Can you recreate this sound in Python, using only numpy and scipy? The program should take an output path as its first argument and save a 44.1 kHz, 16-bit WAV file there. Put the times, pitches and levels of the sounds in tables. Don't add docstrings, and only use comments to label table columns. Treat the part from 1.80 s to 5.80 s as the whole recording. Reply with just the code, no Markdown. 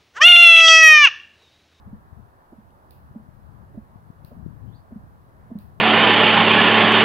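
import sys
import numpy as np
from scipy import signal
from scipy.fft import rfft, irfft, next_fast_len
from scipy.io import wavfile
from scipy.ndimage import uniform_filter1d, map_coordinates

SR = 44100
rng = np.random.default_rng(int(sys.argv[2]) if len(sys.argv) > 2 else 0)


def to_wav(s):
    ch = np.atleast_2d(s).T
    pcm = np.round(np.clip(ch, -1, 1) * 32767)
    wavfile.write(sys.argv[1], SR, pcm.astype(np.int16))


N = 176400


def amp(db):
    return 10 ** (np.asarray(db) / 20)


def clock():
    return np.arange(N) / SR


def unit(x):
    return x / np.sqrt(np.mean(x ** 2) + 1e-20)


def along(points, hz):
    freqs, values = np.transpose(points)
    return np.interp(np.log(hz + 1), np.log(freqs + 1), values)


def curves(rows):
    times, *columns = np.transpose(rows)
    return [np.interp(clock(), times, column) for column in columns]


def wobble(rate):
    return map_coordinates(rng.standard_normal(256), [clock() * rate], mode='wrap')


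def filtered(x, response):
    size = next_fast_len(N + SR // 2)
    return irfft(rfft(x, size) * response(np.fft.rfftfreq(size, 1 / SR)), size)[..., :N]


def noise(spectrum, channels=1):
    return unit(filtered(rng.standard_normal((channels, N)), lambda hz: amp(along(spectrum, hz))))


def patchy(x, depth_db):
    bands = signal.stft(x, nperseg=512)[2]
    swells = uniform_filter1d(rng.standard_normal(bands.shape[1:]), size=6, axis=0)
    swells = uniform_filter1d(swells, size=22, axis=1)
    return signal.istft(bands * amp(depth_db * unit(swells)), nperseg=512)[1][:, :N]


def pan(db):
    return amp(np.array([[.5], [-.5]]) * db)


def lag(hz, seconds):
    return np.exp(1j * np.pi * hz * seconds * np.array([[-1], [1]]))


def swell(start, rise_s):
    age = np.maximum(clock() - start, 0) / rise_s
    return (age * np.exp(1 - age)) ** 2


def field_decay(t, t60_s, hold_s=.034):
    return (t > 0) * amp(-60 * np.maximum(t - hold_s, 0) / t60_s)


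def chewing(knock_rise_s=.00736, ring_db=-19.5):
    # (time [s], level [dB], jaw pitch [Hz])
    bites = [(0.07, -37, 199), (0.127, -31.5, 210), (0.722, -40, 240), (0.78, -40, 208),
             (1.357, -29, 219.6), (1.394, -44, 220), (1.9727, -28, 215), (2.516, -40.5, 247),
             (2.563, -40, 215), (3.119, -32.5, 230), (3.157, -30, 211.6), (3.713, -28.5, 227),
             (3.752, -24.5, 204), (3.776, -38, 201)]
    # (time [s], level [dB])
    crunches = [(0.131, -55), (0.717, -49), (1.346, -51), (1.942, -46.5), (1.971, -47.5), (2.507, -46.5),
                (3.107, -49), (3.7, -43), (3.744, -51)]
    # (frequency [Hz], level [dB])
    crunch_colour = [(150, -49), (290, 10.5), (430, -4.5), (620, 2.5), (760, -11), (950, -13.5),
                     (2000, -53)]
    knocks = 0
    for start, db, hz in bites:
        envelope = swell(start, knock_rise_s) + amp(ring_db) * swell(start, rise_s=.019)
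        knocks += amp(db) * envelope * np.cos(2 * np.pi * hz * (clock() - start - knock_rise_s))
    crush = sum(amp(db) * swell(start, rise_s=.01) for start, db in crunches)
    return pan(-1.5) * knocks + pan(-3) * crush * noise(crunch_colour)


def electric_fence(first_s=1.1087, period_s=1.3398, snap_gain_db=-31.5, echo_gain_db=-64):
    # (frequency [Hz], left gain [dB], right gain [dB])
    snap_colour = np.array([(1500, -25, -25), (2100, -14, -10), (2700, -5, 2), (3300, -7, -4), (4100, 4, 7),
                            (5100, 1, 1), (6000, -18, -13), (7300, -23, -19), (9700, -2, -1),
                            (12500, -9, 1), (14500, -3, 10), (16000, -12, -4)])
    # (frequency [Hz], level [dB])
    echo_colour = [(1500, -25), (2600, 3), (3300, -5), (4500, 0), (5200, -6), (6200, -20.5), (7500, -19),
                   (9800, -7.5), (12500, -3), (14500, -1.5), (16000, -2)]
    # (frequency [Hz], left minus right [dB])
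    echo_pan = [(4500, 0.5), (10000, -2), (14000, -14)]

    def at_ports(hz):
        gains = amp([along(snap_colour[:, [0, side]], hz) for side in (1, 2)])
        return gains * lag(hz, seconds=-.00032)

    starts = np.arange(first_s, N / SR, period_s)
    sizzle = amp(-16) * sum(swell(start, rise_s=.00045) for start in starts)
    sparks = sizzle * rng.choice([-1, 1], (2, N))
    sparks[:, np.round(starts * SR).astype(int)] += 1
    wash = filtered(noise(echo_colour, channels=2), lambda hz: pan(along(echo_pan, hz)))
    tails = sum(field_decay(clock() - start, t60_s=.33) for start in starts)
    return amp(snap_gain_db) * filtered(sparks, at_ports) + amp(echo_gain_db) * tails * wash


def wind(flutter_db=3, eddy_width_cycles=.23):
    # (time [s], level [dB])
    left_gusts = [(0, -54), (.13, -44), (.25, -59.5), (.4, -41.5), (.65, -74.5), (.9, -61), (1.05, -57.5),
                  (1.3, -44.5), (1.5, -48), (1.8, -40), (1.98, -53.5), (2.4, -47), (2.66, -39.5),
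                  (2.92, -39), (3.08, -47.5), (3.25, -45.5), (3.58, -52), (3.75, -49), (4, -40)]
    right_gusts = [(0, -55), (.13, -45.5), (.3, -64), (.75, -55.5), (.9, -45), (1.02, -64.5), (1.22, -46),
                   (1.45, -60), (1.82, -54.5), (1.98, -41), (2.15, -56), (2.9, -59.5), (3.12, -52.5),
                   (3.24, -43.5), (3.38, -59), (3.6, -52), (3.83, -41.5), (4, -57)]
    # (frequency [Hz], level [dB])
    rumble = [(15, -25), (30, -16.5), (50, -11), (75, -3.5), (115, -5), (160, -8), (230, -16), (330, -26),
              (600, -42), (2000, -75.5)]
    # (time [s], gain [dB], pitch [Hz])
    eddies = [(.33, -28, 84), (.399, -29, 105), (1.313, -29.5, 103), (1.49, -30.5, 110), (2.16, -29.5, 140),
              (2.304, -25, 145), (2.448, -26, 108), (2.664, -15.5, 167)]
    left, right = [amp(curves(gusts)[0] + flutter_db * wobble(rate=14)) * noise(rumble)[0]
                   for gusts in (left_gusts, right_gusts)]
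    for centre, db, hz in eddies:
        cycles = (clock() - centre) * hz
        envelope = np.exp(.5 - np.hypot(cycles, .1) / eddy_width_cycles)
        left -= amp(db) * envelope * np.sin(2 * np.pi * cycles)
    return np.array([left, right])


def bird(echo_db=-2):
    # (time [s], pitch [Hz], level [dB])
    slur = [(2.86, 2760, -85), (2.893, 3150, -70), (2.912, 3300, -80), (2.928, 3440, -67),
            (2.941, 3740, -67), (2.953, 4360, -64.5), (2.969, 4800, -67), (2.976, 4500, -75),
            (2.982, 4450, -95)]
    t = clock()
    pitch, db = curves(slur)
    singing = (t > slur[0][0]) & (t < slur[-1][0])
    call = amp(db) * singing * np.sin(2 * np.pi * np.cumsum(pitch) / SR)
    tail = rng.standard_normal((2, SR // 2)) * field_decay(t[:SR // 2], t60_s=.2)
    echo = signal.fftconvolve(call[None], tail / np.linalg.norm(tail[0]), axes=1)[:, :N]
    return filtered(call, lambda hz: lag(hz, seconds=.00041)) + amp(echo_db) * echo


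def dry_stalk():
    # (frequency [Hz], level [dB])
    click_colour = [(1500, -23), (3000, 0), (4300, -9), (6000, -23), (12000, -30)]
    return pan(12) * amp(-63.5) * swell(start=.9052, rise_s=.00058) * noise(click_colour)


def distant_hum(wander_db=.27):
    # (frequency [Hz], level [dB])
    colour = [(25, -1.5), (70, 5), (150, -3), (300, -2.5), (450, -3), (800, 1), (1050, 0), (1350, -5),
              (1700, -8), (2400, -27), (3500, -35), (6000, -56)]
    # (time [s], level [dB])
    drift = [(0, -54.5), (.6, -55.5), (1.1, -55), (2.4, -56), (3.3, -56), (3.75, -54), (4, -56.5)]
    # (frequency [Hz], left-right likeness [0..1])
    likeness = [(100, 0.63), (400, 0.99), (1000, 0.47), (2000, 0.65), (4000, 0.13)]
    # (frequency [Hz], left minus right [dB])
    balance = [(150, 6.5), (400, -0.5), (700, -4), (1300, 0), (2400, 2)]

    def width(hz):
        angle = np.arccos(np.clip(along(likeness, hz), -1, 1)) / 2
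        return np.array([np.cos(angle), np.sin(angle)])

    def at_ports(hz):
        return pan(along(balance, hz)) * lag(hz, seconds=.00037)

    mid, side = filtered(noise(colour, channels=2), width)
    hum = filtered(np.array([mid + side, mid - side]), at_ports)
    level_db = curves(drift)[0] + wander_db * wobble(rate=5.33)
    return amp(level_db) * unit(patchy(hum, depth_db=1.23))


def hiss():
    # (frequency [Hz], level [dB])
    colour = [(500, -11.5), (2500, 3), (4500, 1), (5800, -3), (7500, -4.5), (10000, -0.5), (12500, 1),
              (14500, 2), (16000, -2)]
    balance = [(8000, 0), (14000, -1.5)]  # (frequency [Hz], left minus right [dB])
    return amp(-73) * filtered(noise(colour, channels=2), lambda hz: pan(along(balance, hz)))


def scene():
    return electric_fence() + chewing() + wind() + distant_hum() + hiss() + bird() + dry_stalk()


def record(dry):
    return filtered(dry, lambda hz: hz < 15900)


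dry = scene()
out = record(dry)
to_wav(out)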